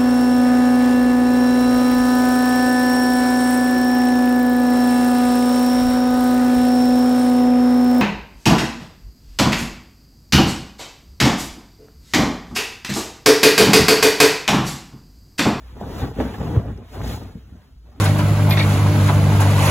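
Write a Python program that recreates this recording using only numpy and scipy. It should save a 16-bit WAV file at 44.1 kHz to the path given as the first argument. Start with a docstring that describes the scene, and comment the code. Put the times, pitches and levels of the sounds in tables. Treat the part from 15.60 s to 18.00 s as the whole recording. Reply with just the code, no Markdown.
"""A faint low drone in a small soft bedroom, then a quilt is lifted and shaken out over a bed close by.
Five layers of grainy, coloured noise make the cloth: low billows, flaps, creases rustling, scuffs and swishes.
Short enveloped tones make the quilt snap taut or slap down, with a short dull room tail behind them.
Narrow low noise makes the drone and wide coloured noise the air; the treble is slightly earlier in the
left channel than in the right."""
import sys
import numpy as np
from scipy import signal
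from scipy.fft import rfft, irfft
from scipy.io import wavfile
from scipy.ndimage import uniform_filter1d

SR = 44100
rng = np.random.default_rng(int(sys.argv[2]) if len(sys.argv) > 2 else 0)


def dump_mix(stems):
    """Bounce the given channels to the path in sys.argv[1] as a 16-bit WAV at rate SR."""
    frames = np.atleast_2d(stems).T  # one column per channel
    limited = np.clip(frames, -1, 1)  # hard clip at full scale
    pcm = np.round(limited * 32767).astype(np.int16)
    wavfile.write(sys.argv[1], SR, pcm)


N = 105840  # samples, 2.4 s
LEFT_RIGHT = np.array([[1], [-1]])  # opposite signs for the two channels
EVEN_S = 0.051  # loudness is evened out over about this long, so that the level curves lead


def undb(db):
    """Turn decibels into an amplitude factor."""
    return 10 ** (np.asarray(db) / 20)


def unit(x):
    """Scale a signal to rms 1."""
    return x / np.sqrt(np.mean(x ** 2))


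def follow(t, times, levels_db):
    """Gain that glides in dB along a level curve."""
    return undb(np.interp(t, times, levels_db))


def colour(x, table):
    """EQ a signal along a curve drawn over log frequency, rms 1; -80 dB outside the curve."""
    hz, db = np.array(table, float).T
    f = np.maximum(np.fft.rfftfreq(N, 1 / SR), 1)
    curve_db = np.interp(np.log(f), np.log(hz), db, left=-80, right=-80)
    return unit(irfft(rfft(x) * undb(curve_db), N))


def even_out(x, power, floor):
    """Divide a signal by its short-time loudness; the floor spares the quietest moments."""
    return x / np.sqrt(uniform_filter1d(power, int(EVEN_S * SR)) + floor)


def wide(width):
    """Two-channel noise: a shared part and a part of opposite sign."""
    mid, side = rng.standard_normal((2, N))
    return mid + width * side * LEFT_RIGHT


PATCH_S, PATCH_DB = .03, 4.5  # analysis window, and spread of the band levels before smoothing


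def patchy(x):
    """Every narrow band swells and fades at random, alike in both channels."""
    size = int(PATCH_S * SR)
    cells = signal.stft(x, nperseg=size)[2]
    swell = uniform_filter1d(rng.standard_normal(cells.shape[1:]), size=2, axis=1)
    swell = swell * 2 ** .5  # regain the spread lost by averaging two frames
    return unit(signal.istft(cells * undb(PATCH_DB * swell), nperseg=size)[1][:, :N])


# Colour of the still air: f/Hz, level/dB (relative)
AIR_COLOUR = [(30, -9), (55, 7), (120, -13), (250, 6.5), (600, -23), (2000, -28), (5000, -62), (16000, -55)]
AIR_DB, AIR_WIDTH = -61, 0.68  # rms level, share of opposite-sign noise


def air():
    """Steady bed of wide, mostly low noise with bands that swell and fade."""
    return undb(AIR_DB) * colour(patchy(wide(AIR_WIDTH)), AIR_COLOUR)


# Loudness of the room's low drone as the moving quilt stirs it: t/s, level/dB
DRONE_LEVEL = [(0.0, -40), (0.4, -34), (0.43, -26.5), (0.51, -43), (0.62, -26), (0.68, -31), (0.75, -58),
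               (0.8, -27), (0.95, -45), (0.98, -35), (1.05, -34), (1.09, -31), (1.12, -36), (1.16, -33.5),
               (1.21, -52), (1.49, -26.5), (1.58, -47), (1.61, -37), (1.76, -45), (1.78, -45.5),
               (1.95, -42), (2.06, -58), (2.14, -42.5), (2.4, -44.5)]
# Colour of the drone: f/Hz, level/dB (relative)
DRONE_COLOUR = [(25, -29), (40, -17), (52, -10.5), (59, 4), (66, -8.5), (80, -32)]


def drone(t):
    """Narrow low noise, evened out, whose level follows its curve."""
    x = colour(rng.standard_normal(N), DRONE_COLOUR)
    x = even_out(x, x ** 2, 0.04)
    return x * follow(t, *np.array(DRONE_LEVEL).T)


ROOM_T60_S, ROOM_DB, ROOM_DULL_HZ = 0.23, -16.5, 2570  # decay time, tail level, treble roll-off
ROOM_WIDTH, ROOM_GAP_S = 0.13, .004  # share of opposite-sign noise, silence before the tail


def room(x):
    """Short, dull tail of a carpeted bedroom: decaying noise, different in each channel."""
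    t = np.arange(SR // 2) / SR
    decay = np.exp(-np.log(1000) * t / ROOM_T60_S)
    tail = wide(ROOM_WIDTH)[:, :len(t)] * decay * (t > ROOM_GAP_S)
    tail = signal.sosfilt(signal.butter(1, ROOM_DULL_HZ, fs=SR, output="sos"), tail)
    tail = tail / np.sqrt(np.sum(tail ** 2) / 2)
    return x + undb(ROOM_DB) * signal.fftconvolve(x[None], tail, axes=1)[:, :N]


# The quilt snapping taut or slapping down:
# centre t/s, peak level/dB, pitch f/Hz, length/cycles (four times the spread of the rise)
SNAPS = [(.168, -29.5, 614, 0.83), (.2142, -19.5, 720, 1.9), (.223, -24, 170, 1.1), (.434, -12, 96, 1.2),
         (.588, -19, 464, 3.), (0.606, -14, 262, 3.4), (.604, -20.5, 764, 5.5), (.602, -18, 1640, 0.89),
         (0.746, -37, 1700, 14), (.811, -18.5, 147, 1.4), (.891, -13.5, 200, 0.44),
         (0.9645, -23, 890, 0.88), (.968, -14, 334, 1.13), (.9765, -5.5, 97.7, 1.5),
         (1.059, -29.5, 576, 2.2), (1.105, -21, 148, 0.44), (1.176, -44.5, 5200, 4.5),
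         (1.334, -60, 655, 1.2), (1.406, -23.5, 830, 1.35), (1.443, -25, 500, 0.9), (1.511, -25, 704, 1.04),
         (1.416, -25, 1600, 1.3), (1.439, -35.5, 6540, 6.9), (1.488, -27, 92, 1), (1.758, -26, 193, 1.84),
         (1.926, -31.5, 201, 1.2), (1.955, -37, 200, 2.3), (2.385, -40, 278, 6.)]
SNAP_TAIL = 1.6  # the fall of a snap is this many times slower than its rise


def snaps(t):
    """Each snap is a brief push of air: a cosine under a lopsided bell envelope."""
    out = np.zeros(N)
    for at, db, hz, cycles in SNAPS:
        cycles_from_centre = (t - at) * hz
        spread = cycles / 4 * np.where(cycles_from_centre > 0, SNAP_TAIL, 1)
        bell = np.exp(-.5 * (cycles_from_centre / spread) ** 2)
        out += undb(db) * bell * np.cos(2 * np.pi * cycles_from_centre)
    return out


BIGGEST_PUFF = 3.5  # ceiling on puff size, in units of the scatter


def puffs(per_s, scatter_db, length_s, chance):
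    """Envelope of random puffs with a sharp rise and a short fall, rms 1."""
    happens = chance[0] < per_s / SR
    size_db = scatter_db * np.minimum(-np.log(chance[1]), BIGGEST_PUFF)
    hits = uniform_filter1d(happens * undb(size_db), size=9)
    fall = np.exp(-1 / max(length_s * SR, 2))
    return unit(signal.lfilter([1], [1, -fall], hits))


# How hard the cloth works: t/s, then billow, flap, rustle, scuff and swish level/dB (GRAIN trims these)
CLOTH_LEVELS = [(0.0, -51, -58, -56, -62, -69), (0.1, -57, -53.5, -60.5, -55, -69),
                (0.15, -44, -54, -54.5, -60, -70.5), (0.17, -55, -34.5, -48, -55, -67.5),
                (0.2, -47, -50.5, -46, -56.5, -66), (0.21, -61, -26, -41, -53, -61),
                (0.24, -37, -32.5, -38.5, -56, -62.5), (0.34, -43, -34, -39.5, -48.5, -56.5),
                (0.41, -33.5, -28.5, -34.5, -41.5, -50.5), (0.44, -35.5, -24.5, -32.5, -42, -54),
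                (0.53, -39.5, -39, -46, -55.5, -66), (0.56, -51, -39, -49, -50, -62.5),
                (0.59, -34.5, -18, -34.5, -42.5, -59), (0.61, -27, -26.5, -22, -35.5, -51),
                (0.62, -41, -18.5, -32, -41, -55.5), (0.73, -38.5, -34.5, -40, -47.5, -59.5),
                (0.74, -40.5, -34.5, -39.5, -40, -58), (0.78, -41, -34, -41, -52, -59.5),
                (0.81, -33, -28, -32.5, -44.5, -58.5), (0.93, -29.5, -26, -38, -47.5, -59),
                (0.97, -26, -23.5, -33.5, -45.5, -60.5), (1.04, -36, -37, -42, -57.5, -67.5),
                (1.1, -32, -28.5, -40, -52, -67.5), (1.15, -40, -45, -54, -58, -71),
                (1.18, -42, -39, -52.5, -58, -70.5), (1.22, -44, -38, -51, -59, -75),
                (1.29, -52.5, -65, -57, -57, -66.5), (1.32, -50, -45, -53.5, -55.5, -62.5),
                (1.34, -47, -40, -38.5, -49, -57.5), (1.4, -31.5, -34, -40, -49, -60),
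                (1.48, -33, -28.5, -37, -42, -48.5), (1.54, -33.5, -32.5, -39.5, -42, -49),
                (1.6, -40.5, -40.5, -45, -55.5, -59.5), (1.62, -38, -32.5, -43, -51.5, -61),
                (1.65, -39.5, -38, -49.5, -53, -64), (1.74, -50, -49.5, -54.5, -61, -70.5),
                (1.76, -40, -36.5, -60, -63, -72), (1.78, -48, -45, -63, -61, -71),
                (1.84, -52, -58.5, -66, -64.5, -74), (1.96, -47.5, -48.5, -59, -65, -74.5),
                (2.04, -61, -76, -61, -62.5, -74.5), (2.14, -58, -72, -71.5, -71.5, -77.5),
                (2.23, -63, -68, -74.5, -74, -78), (2.27, -55, -54.5, -57.5, -66, -75),
                (2.34, -56, -58, -57.5, -64.5, -75.5), (2.4, -53, -43.5, -57, -62.5, -74)]
# Colour of each part: f/Hz, level/dB (relative)
BILLOW = [(50, -21), (72, -9.5), (92, -0.5), (125, -8.5), (160, -12.5), (260, -22)]
FLAP = [(100, -16), (160, -2.5), (260, 2.5), (350, -5.5), (450, -5), (600, -20.5), (1000, -27.5)]
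RUSTLE = [(350, 1), (550, 0.5), (800, 1.5), (1200, -8.5), (2000, -14.5)]
SCUFF = [(900, -5), (1300, -0.5), (1900, -4), (2500, -7), (3600, -9.5), (5000, -40)]
SWISH = [(2500, -5), (4000, 0.5), (5500, -4), (7500, -7), (8600, -11), (11000, -9), (16000, -8.5)]
# Grain, one row per part from billow to swish:
# rate/(puffs per s), size scatter/dB, puff length/s, smooth share, level trim/dB, left minus right/dB
GRAIN = [(41, -12, 0.06, 0.65, 5, .5), (88.2, -8.5, 0.024, 0.55, -2, 1.96),
         (188, -0.5, 0.0034, 0.71, 0.5, -0.5), (410, 8, 0.0047, 0.89, 0.5, 0.4),
         (900, 9, 0.006, 0.84, 8.5, 0)]
# Stereo width, one value per part: share of opposite-sign noise
WIDTH = [.03, .2, .35, .65, .22]


def cloth(t):
    """Five parts of the moving quilt; all share the same creases, the finer parts have more of them."""
    rows, out = np.array(CLOTH_LEVELS), 0
    chance = rng.random((2, N)) + 1e-9
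    for k, table in enumerate((BILLOW, FLAP, RUSTLE, SCUFF, SWISH)):
        per_s, scatter_db, length_s, smooth, trim_db, pan_db = GRAIN[k]
        grain = smooth + (1 - np.clip(smooth, 0, 1)) * puffs(per_s, scatter_db, length_s, chance)
        part = colour(patchy(wide(WIDTH[k])) * grain, table)
        part = even_out(part, np.mean(part ** 2, axis=0), 0.11)
        sides = undb(pan_db / 2 * LEFT_RIGHT)
        out = out + part * sides * follow(t, rows[:, 0], trim_db + rows[:, k + 1])
    return out


def scene():
    """Air and drone behind, snaps in their room, and the moving cloth in front."""
    t = np.arange(N) / SR
    background = air() + drone(t)
    return background + room(snaps(t)) + cloth(t)


LAG_S, LAG_FROM_HZ, LAG_BEND_HZ = 1 / 4200, 2600, 500  # treble lag, its onset and softness
BASS_CUT_HZ, TOP_HZ = 22.4, 15750


def record(dry):
    """The treble is slightly earlier in the left channel; the deep bass and the top are cut."""
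    dry = signal.sosfilt(signal.butter(2, BASS_CUT_HZ, "high", fs=SR, output="sos"), dry)
    f = np.fft.rfftfreq(N, 1 / SR)
    # soft bend: near zero below the onset, rising with frequency above it
    above = LAG_BEND_HZ * np.logaddexp(0, (f - LAG_FROM_HZ) / LAG_BEND_HZ)
    lead = np.exp(1j * np.pi * LAG_S * above * LEFT_RIGHT)  # half the lag on each side
    stereo = irfft(rfft(dry) * lead, N)
    return signal.sosfilt(signal.ellip(10, .2, 80, TOP_HZ, fs=SR, output="sos"), stereo)


dry = scene()
out = record(dry)
dump_mix(out)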